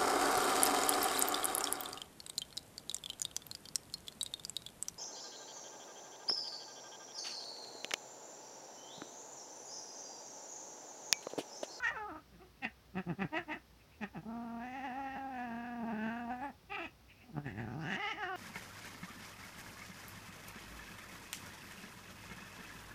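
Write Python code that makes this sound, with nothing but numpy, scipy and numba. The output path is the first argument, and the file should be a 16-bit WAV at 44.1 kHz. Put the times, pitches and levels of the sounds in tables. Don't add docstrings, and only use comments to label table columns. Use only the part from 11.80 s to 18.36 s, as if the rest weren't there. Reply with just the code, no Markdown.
import sys
import numpy as np
from scipy import signal
from scipy.fft import rfft, irfft, next_fast_len
from scipy.io import wavfile
from scipy.ndimage import uniform_filter1d, map_coordinates
from numba import njit

SR = 44100
rng = np.random.default_rng(int(sys.argv[2]) if len(sys.argv) > 2 else 0)


def volts_from_decibels(level):
    exponent = np.asarray(level, float) / 20
    return 10 ** exponent


def int16_out(signal):
    q = np.round(np.clip(np.atleast_2d(signal).T, -1, 1) * 32767)
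    wavfile.write(sys.argv[1], SR, q.astype(np.int16))


N = 289296


def along(points, hz):
    f, v = np.transpose(points)
    return np.interp(np.log(hz + 1), np.log(f + 1), v)


def curves(rows):
    s, *cols = np.transpose(rows)
    return [np.interp(np.arange(N) / SR, s, c) for c in cols]


def bumps(rows, width_s):
    t = np.arange(N) / SR
    widths = np.broadcast_to(width_s, len(rows))
    return sum(h * np.exp(-((t - s) / w) ** 2) for (s, h), w in zip(rows, widths))


def wobble(rate):
    knots = rng.standard_normal(int(N * rate / SR) + 4)
    return map_coordinates(knots, [np.arange(N) * rate / SR])


def filtered(x, response):
    m = next_fast_len(N + SR // 2)
    return irfft(rfft(x, m) * response(np.fft.rfftfreq(m, 1 / SR)), m)[..., :N]


def modes(table):
    def response(f):
        total = 0
        for k, (centre, width, db) in enumerate(table):
            band = 1j * f * width
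            total = total + (-1) ** k * volts_from_decibels(db) * band / (centre * centre - f * f + band)
        return total
    return response


def steady(x):
    power = uniform_filter1d(uniform_filter1d(x * x, size=1200), size=1200)
    return x / np.sqrt(np.abs(power) + 1e-20)


@njit
def moving(x, turn, r):
    y = np.zeros(len(x))
    for n in range(2, len(x)):
        y[n] = (1 - r * r) / 2 * (x[n] - x[n - 2]) + 2 * r * turn[n] * y[n - 1] - r * r * y[n - 2]
    return y


def swept(x, hz, width_hz):
    turn, r = np.cos(2 * np.pi * hz / SR), np.exp(-np.pi * width_hz / SR)
    return moving(moving(x, turn, r), turn, r)


def air():
    # pitch_hz, level_db [dB per Hz]
    air_spectrum = [(20, -50), (55, -3), (120, -7), (250, -13.5), (500, -18.5), (1000, -22), (2500, -26.5),
                    (4000, -27.5), (5500, -27.5), (7000, -37), (9000, -37), (17000, -35)]
    tone = filtered(rng.standard_normal(N), lambda f: volts_from_decibels(along(air_spectrum, f)))
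    rumble = filtered(tone, lambda f: 1 / (1 + (f / 400) ** 2))
    tone = tone + rumble * (volts_from_decibels(0.39 * wobble(0.63)) - 1)
    hum_hz, hum_db, air_db = 59.5, -70, -63.5
    hum = volts_from_decibels(hum_db + 1.1 * wobble(3.75)) * np.sin(2 * np.pi * hum_hz * np.arange(N) / SR)
    return volts_from_decibels(air_db) * tone / np.std(tone) + hum


def short(events, rise_s, fall_s, onset, rest_hz, knee_db, knee_open_db, late_db):
    onset_db, end_db = -40, -45
    mouth_per_pitch = 4.71
    sag_drags = 1.5
    calls = []
    for s, db, hz, sag, open_db in events:
        mouth_hz = rest_hz + mouth_per_pitch * hz
        end_s = fall_s * (1 + sag_drags * sag)
        low_hz = hz * (1 - sag)
        calls.append([
            (s - rise_s, hz * onset, db + onset_db, open_db - 8, mouth_hz),
            (s - 0.589 * rise_s, hz * (1 + onset) / 2, db + knee_db, open_db + knee_open_db, mouth_hz),
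            (s, hz, db, open_db, mouth_hz),
            (s + .65 * end_s, low_hz, db + late_db, open_db - 6.0, 0.81 * mouth_hz),
            (s + end_s, low_hz, db + END_OPEN_SAFE(end_db), open_db + 6, 0.7 * mouth_hz)])
    return calls


def END_OPEN_SAFE(db):
    return db


def held(call, chest_db, palate_db):
    return [(*row, chest_db, palate_db) for row in call]


def phrases():
    # start_s, pitch_hz, effort_db, mouth_open_db, mouth_hz
    cry = [(0, 496, -64, 25.5, 1400), (.01, 517, -59, 2.5, 1410), (.046, 465.2, -56, 26, 1650),
           (.064, 460.5, -41, 7, 1820), (.075, 472.6, -48.5, 18, 1820), (.095, 447, -46, 9.5, 1920),
           (.108, 482, -50, -6, 1760)]
    sink = [(.112, 588, -45.5, 2, 1860), (.13, 609, -62.5, 4, 1810), (.17, 450, -46, 4, 1410),
            (.216, 407, -43, -8.5, 1500), (.275, 430.3, -48.5, -19, 1320), (.299, 365, -49.5, 0, 1313),
            (.333, 313, -56, -5, 1222), (.367, 310, -51.5, 1, 1255), (.43, 301.5, -87, -1, 1363)]
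    stumble = [(2.332, 300, -66, -16, 1795), (2.345, 270.3, -55, -12, 1760), (2.364, 198.5, -50, -7, 1747),
               (2.378, 163.3, -53, -3, 1570), (2.402, 150.6, -61, -19, 1546), (2.422, 149, -98, -14, 1544),
               (2.436, 245.5, -50, -23, 1548), (2.448, 214, -83, -19, 1515)]
    moan = [(2.455, 202.6, -61, -26, 1448), (2.5, 230.3, -51.5, -12.5, 1250),
            (2.78, 231.7, -52, -7.5, 1360), (2.83, 243.3, -48, -5, 1698), (2.92, 249, -49.5, -7, 2010),
            (3.12, 245.7, -46, -8.5, 1770), (3.19, 277.2, -42, -14.5, 1838), (3.33, 272.8, -46, -5, 1820),
            (3.47, 271.7, -45, -16, 1530), (3.59, 248.2, -45, -6.5, 1733), (3.75, 230.5, -50, -5, 1580),
            (3.87, 240.6, -50, -3.5, 1620), (4.05, 227.4, -49.5, -11, 1511), (4.21, 218.7, -50.5, 1, 1586),
            (4.39, 238.3, -49, -2, 1530), (4.46, 233.7, -48, -11, 1502), (4.69, 258.9, -54, -10, 1765),
            (4.75, 260.4, -102, -25, 1560)]
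    squeal = [(4.89, 400, -99, -10, 1953), (4.9, 385, -58.5, -2, 1860), (4.924, 404, -44, -7.5, 1924),
              (4.963, 395, -54.5, 7.5, 1880), (4.968, 439.8, -46, -21, 1562),
              (4.987, 376.3, -49.5, 2, 1665), (5.003, 348.6, -47, -6, 1826), (5.06, 339.9, -53, 0.5, 1954),
              (5.1, 330, -83, 2, 1969)]
    whine = [(5.44, 252, -64, -17, 1950), (5.468, 245, -80, -9, 1870), (5.5, 235, -64, -21, 1580),
             (5.518, 226, -83, -7, 1563)]
    creak = [(5.53, 160, -81, -5, 1410), (5.576, 152.3, -44, -7.5, 1395), (5.627, 144, -78, -3, 1591),
             (5.666, 129.9, -54, 5.5, 1802), (5.71, 97.2, -61.5, 8, 1842), (5.738, 98.45, -67, -1, 1828),
             (5.8, 128.4, -50, 3.5, 1768), (5.835, 111, -54.5, -5.5, 1720), (5.87, 111.7, -58, -2, 1568)]
    growl = [(5.875, 115.4, -55.5, -2.5, 1442), (5.937, 111.6, -55, -5, 1441),
             (5.981, 167.6, -52, -15, 1396), (6.013, 155, -54, -0.5, 1454), (6.121, 189.2, -47, 7.5, 1807),
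             (6.165, 229.7, -50, 9, 1846)]
    yowl = [(6.17, 324.5, -45.5, -3, 1990), (6.206, 404.4, -45.5, 1.5, 2008), (6.306, 450.2, -46, 3, 2028),
            (6.318, 416, -46, 6, 2136), (6.347, 325, -60.5, 4.5, 1988), (6.394, 429, -46.5, -3.5, 1840),
            (6.474, 345.4, -48, 5, 1510), (6.51, 387.7, -44, -7, 1377), (6.56, 357.6, -44.5, 4, 1446)]
    # peak_s, effort_db, pitch_hz, pitch_sag [share], mouth_open_db
    barks = [
        (.55, -76, 180.1, 0.029, 9),
        (.849, -39, 232, .01, 4.5),
        (2.236, -43, 203, 0.02025, 0.5),
    ]
    yelps = [
        (.625, -62, 374.2, .05, -6),
        (1.572, -38.5, 328.8, 0.00028, 4),
        (1.728, -43, 332, 0, 5.5),
    ]
    grunts = [
        (1.186, -43, 187.5, .03, 0.5),
        (1.303, -45.5, 170, .28, -5),
        (1.424, -41, 189.4, .25, 2.5),
    ]
    # rise_s, fall_s, onset_pitch [share], resting_mouth_hz,
    # effort_db and mouth_open_db halfway up, effort_db late in the fall
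    bark_shape = (.037, .045, 1.2, 900, -11, -3, -24)
    yelp_shape = (0.0643, 0.07, 0.88, 406, -4, -14.5, -18)
    grunt_shape = (.047, .036, 1.02, 960, -10, -7, -15)
    calls = [held(cry, chest_db=-18, palate_db=-4.1), held(sink, .1, -4), held(stumble, -3, 3.7)]
    calls += [held(moan, .1, 0.11), held(squeal, .1, 10), held(creak, -1.4, -2)]
    calls += [held(whine, .1, 3), held(growl, -3, 1.3), held(yowl, 0.092, -2)]
    calls += [held(c, 1.5, 3) for c in short(grunts, *grunt_shape)]
    calls += [held(c, 1.5, -.1) for c in short(yelps, *yelp_shape)]
    calls += [held(c, -1.5, 4) for c in short(barks, *bark_shape)]
    return sorted(calls)


def sounding(tables, fade_s):
    t = np.arange(N) / SR
    spans = [(c[0][0], c[-1][0]) for c in tables]
    return np.clip(sum(np.interp(t, [a - fade_s, a, b, b + fade_s], [0, 1, 1, 0]) for a, b in spans), 0, 1)


def folds(pitch_hz):
    # start_s, roughness [0-1]
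    closing = [(0, .1), (.28, .1), (.36, .3), (.8, .26), (1.45, .22), (1.55, .14), (2.2, .24), (2.5, .13),
               (4.9, .14), (5.0, .3), (5.55, .25), (5.65, .5), (6.1, .42), (6.21, .15), (6.56, .1)]
    # peak_s, added_roughness [0-1]
    cracks = [
        (.07, .1),
        (.12, .2),
        (1.592, .3),
        (1.745, .4),
        (6.16, .35),
        (6.35, .45),
        (6.45, .12),
    ]
    rough = curves(closing)[0] + bumps(cracks, .022)
    smooth = .11
    alternate = np.clip(rough - smooth, 0, .16)
    jitter = .013 * wobble(30) + .15 * rough * wobble(120) + .3 * rough ** 2 * wobble(40)
    phase = np.cumsum(pitch_hz * (1 + jitter)) / SR
    cycle = np.round(phase).astype(int)
    size = volts_from_decibels(9 * np.minimum(rough, .26) * rng.standard_normal(N)[cycle])
    size = size * (1 + alternate * (-1.) ** cycle / 2)
    sharp = np.exp(-pitch_hz / 3500)
    puffs = (1 - sharp ** 2) / (1 - 2 * sharp * np.cos(2 * np.pi * phase) + sharp ** 2) - 1
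    gate = (1 + np.cos(2 * np.pi * (phase - .15))) ** 2
    gate = gate + 4 * rough ** 2 / smooth ** .5
    hiss = filtered(gate * rng.standard_normal(N), lambda f: .3 + .7 * (1j * f / (1300 + 1j * f)) ** 2)
    return steady(size * puffs) + 4 * rough * steady(hiss)


def pocket(f):
    centre_hz, wide_hz, depth_db = 3640, 1250, -5
    off, wide = centre_hz ** 2 - f * f, 1j * f * wide_hz
    return (off + volts_from_decibels(depth_db) * wide) / (off + wide)


def efforts(calls):
    # peak_s, pitch_lift [share], push_db, half_width_s
    swells = [
        (2.968, 0.099, 3.5, 0.033),
        (3.055, .13, 5, 0.023),
        (4.099, 0.052, 7, 0.024),
        (4.29, 0.00099, 4, 0.043),
        (4.519, 0.0283, 10.5, 0.0284),
        (4.645, .09, 11.5, .045),
        (6.232, .05, 0.2, .018),
        (6.25, 0.00069, 3, 0.023),
        (6.433, 0.01994, 5.5, 0.01755),
    ]
    # pitch_hz, level_db
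    chesty = [(110, 10.5), (155, 13), (190, 9), (225, 9.5), (250, -2), (275, -3.5), (335, 2), (410, -8),
              (480, -8.5)]
    pitch_hz, throat_db, open_db, mouth_hz, chest_db, palate_db = curves(sum(calls, []))
    at_s, lift, swell_db, half_s = np.transpose(swells)
    pitch_hz = pitch_hz * (1 + bumps(list(zip(at_s, lift)), half_s))
    throat_db = throat_db + bumps(list(zip(at_s, swell_db)), half_s)
    easy_db, chest_follows = -50.5, 0.55
    chest_db = chest_db + easy_db + chest_follows * (throat_db - easy_db) + along(chesty, pitch_hz)
    mouth_db = throat_db + open_db
    palate_db = palate_db + mouth_db - 6.5 + 12.5 * (mouth_hz - 1800) / 1000
    return pitch_hz, mouth_hz, chest_db, throat_db, mouth_db, palate_db


def cat():
    # peak_s, push_db (negative: softer), pitch_drop
    catches = [
        (0.065, -4.5, 0.0201),
        (1.742, -4.5, 0.39),
        (3.365, 0.5, 0.3),
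        (4.038, 2.5, .1),
        (4.133, 2, 0.094),
        (4.705, 11.5, .2),
        (5.063, -2, 0.26),
        (6.247, 1.5, 0.056),
        (6.262, -1, 0.049),
    ]
    # centre_hz, width_hz, level_db
    chest_modes = [(155, 244, 5.5), (433, 85, -6.5)]
    throat_modes = [(784, 193, 12), (988, 31, 0)]
    jaw_modes = [(1265, 150, 0)]
    palate_modes = [(3288, 414, 5)]
    rasp_modes = [(4030, 280, -10), (4825, 190, 21)]
    # pitch_hz, level_db above the throat
    gape = [(110, -16), (190, -5.5), (260, -18.5), (335, -6.5), (410, -4.5), (480, 2.5)]
    # start_s, whistle_hz, whistle_db above the palate, palate_hz
    lips = [(.1, 6300, -14.5, 2460), (.8, 5660, -28.5, 2590), (2.9, 5849, -15.5, 2560),
            (4.2, 5726, -21, 2650), (4.4, 6790, -21, 2670), (4.65, 8010, -19, 2430), (4.9, 5204, -39, 2650),
            (5.1, 6974, -22, 2650), (5.8, 7315, -19, 2529), (6, 5000, 2, 2600), (6.09, 5700, -16, 2650),
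            (6.25, 5164, -14.5, 2986), (6.335, 5650, -10, 2957), (6.44, 5200, -12.5, 2840)]
    calls = phrases()
    pitch_hz, mouth_hz, chest_db, throat_db, mouth_db, palate_db = efforts(calls)
    t = np.arange(N) / SR
    push_db = sum(db * np.exp(-((t - s) / 0.0093) ** 2) for s, db, _ in catches)
    dip = sum(drop * np.exp(-((t - s) / .009) ** 2) for s, _, drop in catches)
    source = filtered(folds(pitch_hz * (1 - dip)), pocket)

    def twice(table):
        return filtered(source, lambda f: modes(table)(f) ** 2)

    def rounded(db):
        return uniform_filter1d(volts_from_decibels(db), size=450)

    whistle_hz, whistle_db, palate_hz = curves(lips)
    wander = .05
    palate = steady(swept(source, palate_hz * (1 + wander / 2 * wobble(9)), width_hz=364))
    palate = palate + volts_from_decibels(-13.5) * steady(twice(palate_modes))
    whistle = swept(source, whistle_hz * (1 + wander * wobble(14)), width_hz=1100)
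    chest = filtered(twice(chest_modes), lambda f: 1 / (1 + 1j * f / 700) ** 2)
    thrum = filtered(rng.standard_normal(N), lambda f: modes([(66, 55, 0)])(f) ** 2)
    thrum_db = chest_db - 13 - 20 * np.log2(pitch_hz / 110)
    parts = [
        (chest_db, chest),
        (throat_db, twice(throat_modes)),
        (throat_db + along(gape, pitch_hz), twice(jaw_modes)),
        (mouth_db, swept(source, mouth_hz, width_hz=390)),
        (palate_db, palate),
        (palate_db - 25.5, twice(rasp_modes)),
        (palate_db + whistle_db, whistle),
        (thrum_db, thrum)]
    tremble_db = .8 * wobble(30)
    voice = sum(rounded(db) * steady(part) for db, part in parts)
    return sounding(calls, 0.0021) * volts_from_decibels(push_db + tremble_db) * voice


def room(x):
    # pitch_hz, t60_s
    decay = [(150, 0.028), (600, 0.17), (1500, 0.18), (6000, 0.038)]
    hz, t, z = signal.stft(rng.standard_normal(SR // 3), SR, nperseg=256)
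    tail = signal.istft(z * volts_from_decibels(-60 * t / along(decay, hz)[:, None]), SR, nperseg=256)[1]
    return signal.fftconvolve(np.pad(x, (180, 0)), tail / np.linalg.norm(tail))[:N]


def intake():
    # peak_s, level_db, half_length_s
    sniffs = [
        (0.773, -79, 0.041),
        (2.013, -70.5, 0.035),
        (2.126, -68, 0.059),
        (5.305, -62, 0.042),
        (5.372, -67.5, 0.053),
        (5.424, -62.5, 0.037),
    ]
    # centre_hz, width_hz, level_db
    nose = [(2000, 1000, -9), (2650, 600, -3.5)]
    s, db, half_s = np.transpose(sniffs)
    breath = filtered(rng.standard_normal(N), lambda f: modes(nose)(f) ** 2)
    return bumps(list(zip(s, volts_from_decibels(db))), half_s / 2) * volts_from_decibels(1.5 * wobble(28)) * steady(breath)


def scene():
    voice = cat() + intake()
    answer = filtered(room(voice), lambda f: (1j * f / (900 + 1j * f)) ** 2)
    return (voice + volts_from_decibels(-8) * answer + air())[None]


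def low_pass(x):
    return signal.sosfilt(signal.butter(12, 17180, fs=SR, output="sos"), x)


def record(dry):
    kept = filtered(dry, lambda f: f < 17180)
    return low_pass(kept)


dry = scene()
out = record(dry)
int16_out(out)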